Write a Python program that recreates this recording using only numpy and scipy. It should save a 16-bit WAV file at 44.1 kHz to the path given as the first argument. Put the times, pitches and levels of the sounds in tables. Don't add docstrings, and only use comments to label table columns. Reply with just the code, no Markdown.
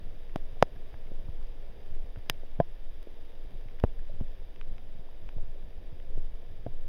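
import sys
import numpy as np
from scipy import signal
from scipy.fft import rfft, irfft, next_fast_len
from scipy.io import wavfile
from scipy.ndimage import uniform_filter1d, map_coordinates

SR = 44100
rng = np.random.default_rng(int(sys.argv[2]) if len(sys.argv) > 2 else 0)


def persist_wave(psi):
    counts = np.round(np.clip(psi, -1, 1) * 32767).astype(np.int16)
    wavfile.write(sys.argv[1], SR, np.atleast_2d(counts).T)


N = 303408
HIT = 8192
HIT_HZ = np.fft.rfftfreq(HIT, 1 / SR)

# (time [s], level [dB])
HAND_SWINGS = [(.1, -41.5), (.46, -34), (.8, -53), (1.17, -33.5), (1.44, -34.5), (2.0, -28.5), (2.499, -36),
               (2.85, -37.5), (3.5, -45), (3.95, -30), (4.2, -31), (4.68, -34), (4.95, -44), (5.41, -27.5),
               (6.19, -25.5), (6.8, -29.5)]
# (time [s], level [dB])
GRIP_LEVEL = [(0, -43), (.2, -51), (.5, -47.5), (.8, -51.5), (1.2, -49), (1.68, -52), (1.9, -49),
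              (2.35, -50), (2.85, -52.5), (3.35, -53), (3.6, -53.5), (3.8, -51), (4.15, -47), (4.4, -55.5),
              (4.7, -51.5), (5.1, -51), (5.4, -46.5), (5.65, -50), (6.2, -51), (6.4, -49), (6.88, -48.5)]
# (frequency [Hz], level [dB])
SWAY_EQ = [(3, -33.5), (8, -12.5), (12, 2), (17, -10.5), (23, -18.5), (35, -29), (70, -64.5), (200, -120)]
GRIP_EQ = [(15, -15.5), (35, 8.5), (65, -0.5), (100, -6), (160, -12), (280, -23), (700, -49), (2000, -120)]
WASH_EQ = [(100, -37), (200, -3), (300, -0.5), (480, 2.5), (650, -1), (900, -11), (1300, -21), (3000, -57),
           (8000, -120)]
PATTER_EQ = [(300, -33), (900, 2), (1300, -0.5), (1780, 3), (2600, 0.5), (3600, 2.5), (4800, -5),
             (6500, -15), (10000, -14), (15000, -13.5)]
# (pitch [Hz], width [Hz], gain [dB])
CAVITY_MODES = [(1740, 110, -9.5), (2370, 140, -15), (4730, 250, -11)]
# (time [s], peak [dB], pitch [Hz])
FOOTFALLS = [(0.071, -45, 90), (0.942, -39, 65), (1.06, -46, 110), (1.114, -44.5, 130), (1.192, -44, 111),
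             (1.288, -29, 61), (2.041, -42, 74.6), (2.17, -36, 87), (2.591, -30.5, 131), (3.657, -41, 106),
             (4.95, -46, 133), (4.992, -44, 125), (5.366, -34, 90.5), (5.432, -38, 70), (5.49, -46, 110),
             (5.926, -37, 88.5), (6.179, -36.5, 111), (6.298, -49, 90.5), (6.595, -50, 95)]
# (time [s], flick peak [dB], pitch [Hz], damping [width / pitch])
LEAF_DROPS = [(.109, -55, 1900, .6), (.295, -49, 2000, .3), (.761, -47.5, 1750, 0.21),
              (.942, -45, 1720, .25), (1.071, -49, 2510, 0.56), (1.414, -52, 1250, 0.27),
              (1.47, -55, 4700, .2), (2.160, -43, 1920, .8), (2.344, -50, 2800, .4),
              (3.029, -46, 3200, 1.1), (3.686, -46, 2600, 0.69), (3.711, -50, 2430, 1),
              (3.788, -47, 2100, .4), (3.7996, -35.5, 2900, 0.7), (3.8380, -34.5, 2370, 0.43),
              (3.992, -47.5, 1800, .17), (4.077, -49, 2600, .8), (4.205, -47, 1300, 1.8),
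              (4.399, -58, 3200, .5), (4.561, -45, 2800, 1), (4.613, -37, 2400, 0.74),
              (4.782, -40.5, 2530, 1.5), (5.2905, -36.5, 1950, 4), (6.000, -46.5, 2510, .8)]
# (time [s], shell gain [dB], shell pitch [Hz], shell width [Hz],
# contact cutoff [Hz], thump gain [dB], thump pitch [Hz], thump width [Hz], ring gain [dB],
# snap gain [dB], rebound delay [s], rebound gain [dB], hollow centre [Hz], hollow depth [0-1])
HOUSING_KNOCKS = [(0.3597, 17.5, 612, 119, 347, 18, 197, 290, -65, -35.7, 0.0026, -15.5, 439, .54),
                  (.6260, 32, 575, 333, 890, 25.5, 151, 190, -41, -30, .004, -25, 333, .92),
                  (2.2986, 6.5, 339, 842, 2570, 11.5, 134, 57, -55, -9, 0.0024, -25, 345, 0.27),
                  (2.6012, 43.5, 467, 314, 58.6, 35, 160, 75, -16.5, -39, 0.0054, -20, 345, 0.65),
                  (3.8392, 47, 420, 510, 31.3, 40.5, 85, 67, -60, -53, .0084, -15.5, 310, 0.75),
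                  (4.2111, 34, 238, 112, 24, 34.5, 113, 47, -61, -50, 0.0054, -13, 320, 0.7),
                  (6.6644, 26, 330, 231, 82, 23, 125, 19, -38, -67, .0018, -11, 357, 1)]
# (pitch [Hz], level [dB], 60 dB decay [s])
HOUSING_MODES = [(692, 6.5, .033), (840, 1, 0.016), (1008, -14.5, 0.046), (1630, -6.5, .011),
                 (1720, -29, .04), (2260, -18.5, 0.0091), (3190, -15.5, 0.012)]
# (pitch [Hz], width [Hz], gain [dB])
SNAP_MODES = [(1835, 74, 12.5), (3080, 1140, 19), (5280, 670, -1.5), (10300, 9600, -3.5), (13700, 2000, -2)]
# (time [s], peak [dB], pitch [Hz], half-length [cycles])
MUD_DROPS = [(0.57, -43, 524, 0.39), (0.9418, -43, 563, 0.33), (1.119, -37.5, 370, 0.3),
             (1.2855, -46, 750, 0.3), (1.966, -43, 395, 0.47), (2.16, -42, 560, 0.47),
             (2.435, -39.5, 477, 0.41), (3.073, -36.5, 420, 0.39), (4.0995, -41.5, 580, 1.35),
             (4.205, -41.5, 560, .35), (5.089, -49.5, 910, 0.88), (5.3842, -40.5, 523, 0.31),
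             (5.56, -46, 555, 0.96), (6.1772, -35.5, 392, 0.33)]
# (time [s], peak [dB])
GRIT_TICKS = [(2.604, -44), (3.029, -46), (3.7995, -47), (3.8373, -38), (4.205, -54)]
# (centre [Hz], width [Hz])
DEAF_BANDS = [(4200, 330), (7600, 900), (8900, 330), (12650, 500)]


def amp(db):
    return 10 ** (np.asarray(db) / 20)


def unit(x):
    return x / np.sqrt(np.mean(x ** 2) + 1e-20)


def at_peak(x, db):
    return amp(db) * x / np.abs(x).max()


def wobble(rate):
    return map_coordinates(rng.standard_normal(int(N * rate / SR) + 4), [np.arange(N) * rate / SR])


def filtered(x, response):
    size = next_fast_len(N + SR // 2)
    return irfft(rfft(x, size) * response(np.fft.rfftfreq(size, 1 / SR)), size)[:N]


def coloured(x, eq):
    hz, db = np.transpose(eq)
    return unit(filtered(x, lambda f: amp(np.interp(np.log(f + 1), np.log(hz + 1), db))))


def even_noise(eq, window_s):
    noise = coloured(rng.standard_normal(N), eq)
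    size = int(window_s * SR) + 1
    power = np.abs(signal.hilbert(noise)) ** 2
    swells = uniform_filter1d(uniform_filter1d(power, size), size)
    return unit(noise / np.sqrt(np.abs(swells) + 1e-9))


def resonance(f, hz, width):
    return 1j * f * width / (hz * hz - f * f + 1j * f * width)


def mode_bank(f, modes):
    return sum(amp(db) * resonance(f, hz, width) for hz, width, db in modes)


def soft(f, hz):
    return 1 / (1 + 1j * f / hz)


def impulse(response):
    return irfft(response)[:HIT // 2]


def add(track, s, sound):
    part = track[max(round(s * SR), 0):][:len(sound)]
    part += sound[:len(part)]


def hand_rumble(flutter_db=3, still_db=-35, swing_s=0.11):
    t = np.arange(N) / SR
    swings = sum(amp(db) * np.exp(-((t - s) / swing_s) ** 2) for s, db in HAND_SWINGS)
    sway = (amp(still_db) + swings) * even_noise(SWAY_EQ, window_s=0.14)
    grip_db = np.interp(t, *np.transpose(GRIP_LEVEL)) + flutter_db * wobble(rate=22)
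    return sway + amp(grip_db) * even_noise(GRIP_EQ, window_s=0.25)


def far_dripping(wash_db=-58.5, drift_db=0.74, patter_db=-65, grain_db=-8, spread_db=3, count=1500):
    when, size = rng.random((count, 2)).T
    drop_db = -spread_db * np.log(1 - 0.995 * size)
    drops = np.bincount((when * N).astype(int), amp(drop_db), N)
    hiss = coloured(rng.standard_normal(N), PATTER_EQ)
    patter = hiss + amp(grain_db) * coloured(drops, PATTER_EQ)
    patter = unit(filtered(patter, lambda f: 1 + mode_bank(f, CAVITY_MODES)))
    wash = coloured(rng.standard_normal(N), WASH_EQ)
    wash *= amp(wash_db + drift_db * wobble(rate=1.8))
    fade = amp(-0.28 * np.arange(N) / SR)
    return fade * (wash + amp(patter_db) * patter)


def footsteps(width_hz=44):
    out = np.zeros(N)
    for s, db, hz in FOOTFALLS:
        thud = impulse(resonance(HIT_HZ, hz, width_hz) * soft(HIT_HZ, 2 * hz) ** 2)
        add(out, s, at_peak(thud, db))
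    return out


def leaf_drips(spray_db=-23, spray_t60=0.018, stray_count=10):
    out, t = np.zeros(N), np.arange(HIT) / SR
    strays = [(rng.uniform(0, N / SR), rng.normal(-55, 1.2), 2400 * 2 ** rng.normal(0, 0.24), 0.9)
              for _ in range(stray_count)]
    for s, db, hz, damping in LEAF_DROPS + strays:
        force = amp(spray_db - 60 * t / spray_t60) * rng.standard_normal(HIT)
        force[0] = 1
        leaf = impulse(resonance(HIT_HZ, hz, damping * hz) * soft(HIT_HZ, 2 * hz) ** 5)
        add(out, s, signal.fftconvolve(force, at_peak(leaf, db)))
    return out


def housing_knocks(hardness=28):
    out, f, t = np.zeros(N), HIT_HZ, np.arange(HIT) / SR
    ring = sum(amp(db - 60 * t / t60) * np.sin(2 * np.pi * hz * t) for hz, db, t60 in HOUSING_MODES)
    snap = mode_bank(f, SNAP_MODES)
    sheen = 1 + amp(-4) * resonance(f, hz=5030, width=55)
    for (s, shell_db, shell_hz, shell_width, contact_hz, thump_db, thump_hz, thump_width,
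         ring_db, snap_db, rebound_s, rebound_db, hollow_hz, depth) in HOUSING_KNOCKS:
        shell = amp(shell_db) * resonance(f, shell_hz, shell_width)
        thump = amp(thump_db) * resonance(f, thump_hz, thump_width)
        hollow = 1 - depth * resonance(f, hollow_hz, width=136)
        attack = soft(f, hardness * contact_hz)
        body = (shell + thump) * hollow * soft(f, contact_hz) * attack
        blow = impulse((amp(snap_db) * snap - body) * sheen)
        tail = amp(ring_db) * impulse(rfft(ring) * attack)
        add(out, s, blow + tail)
        add(out, s + rebound_s, amp(rebound_db) * blow)
    return out


def mud_plops():
    out, t = np.zeros(N), (np.arange(HIT) - HIT // 2) / SR
    for s, db, hz, cycles in MUD_DROPS:
        swell = np.exp(-0.5 * (t * hz / cycles) ** 2)
        add(out, s + t[0], at_peak(swell * np.sin(2 * np.pi * hz * t), db))
    return out


def grit_ticks():
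    out = np.zeros(N)
    click = impulse(resonance(HIT_HZ, hz=12500, width=6500))
    for s, db in GRIT_TICKS:
        add(out, s, at_peak(click, db))
    return out


def scene():
    camera = hand_rumble() + housing_knocks()
    feet = footsteps() + grit_ticks()
    near_drops = leaf_drips() + mud_plops()
    return (camera + feet + near_drops + far_dripping())[None]


def record(dry):
    def microphone(f):
        notches = [np.abs(1 - resonance(f, hz, width)) ** 2 for hz, width in DEAF_BANDS]
        peak = np.abs(resonance(f, hz=4970, width=70)) ** 2
        return np.prod(notches, axis=0) * (1 + amp(-4) * peak)
    heard = filtered(dry[0], microphone)
    limited = heard / (1 + heard ** 8) ** (1 / 8)
    return filtered(limited, lambda f: 1 / np.sqrt(1 + (f / 15700) ** 120))[None]


dry = scene()
out = record(dry)
persist_wave(out)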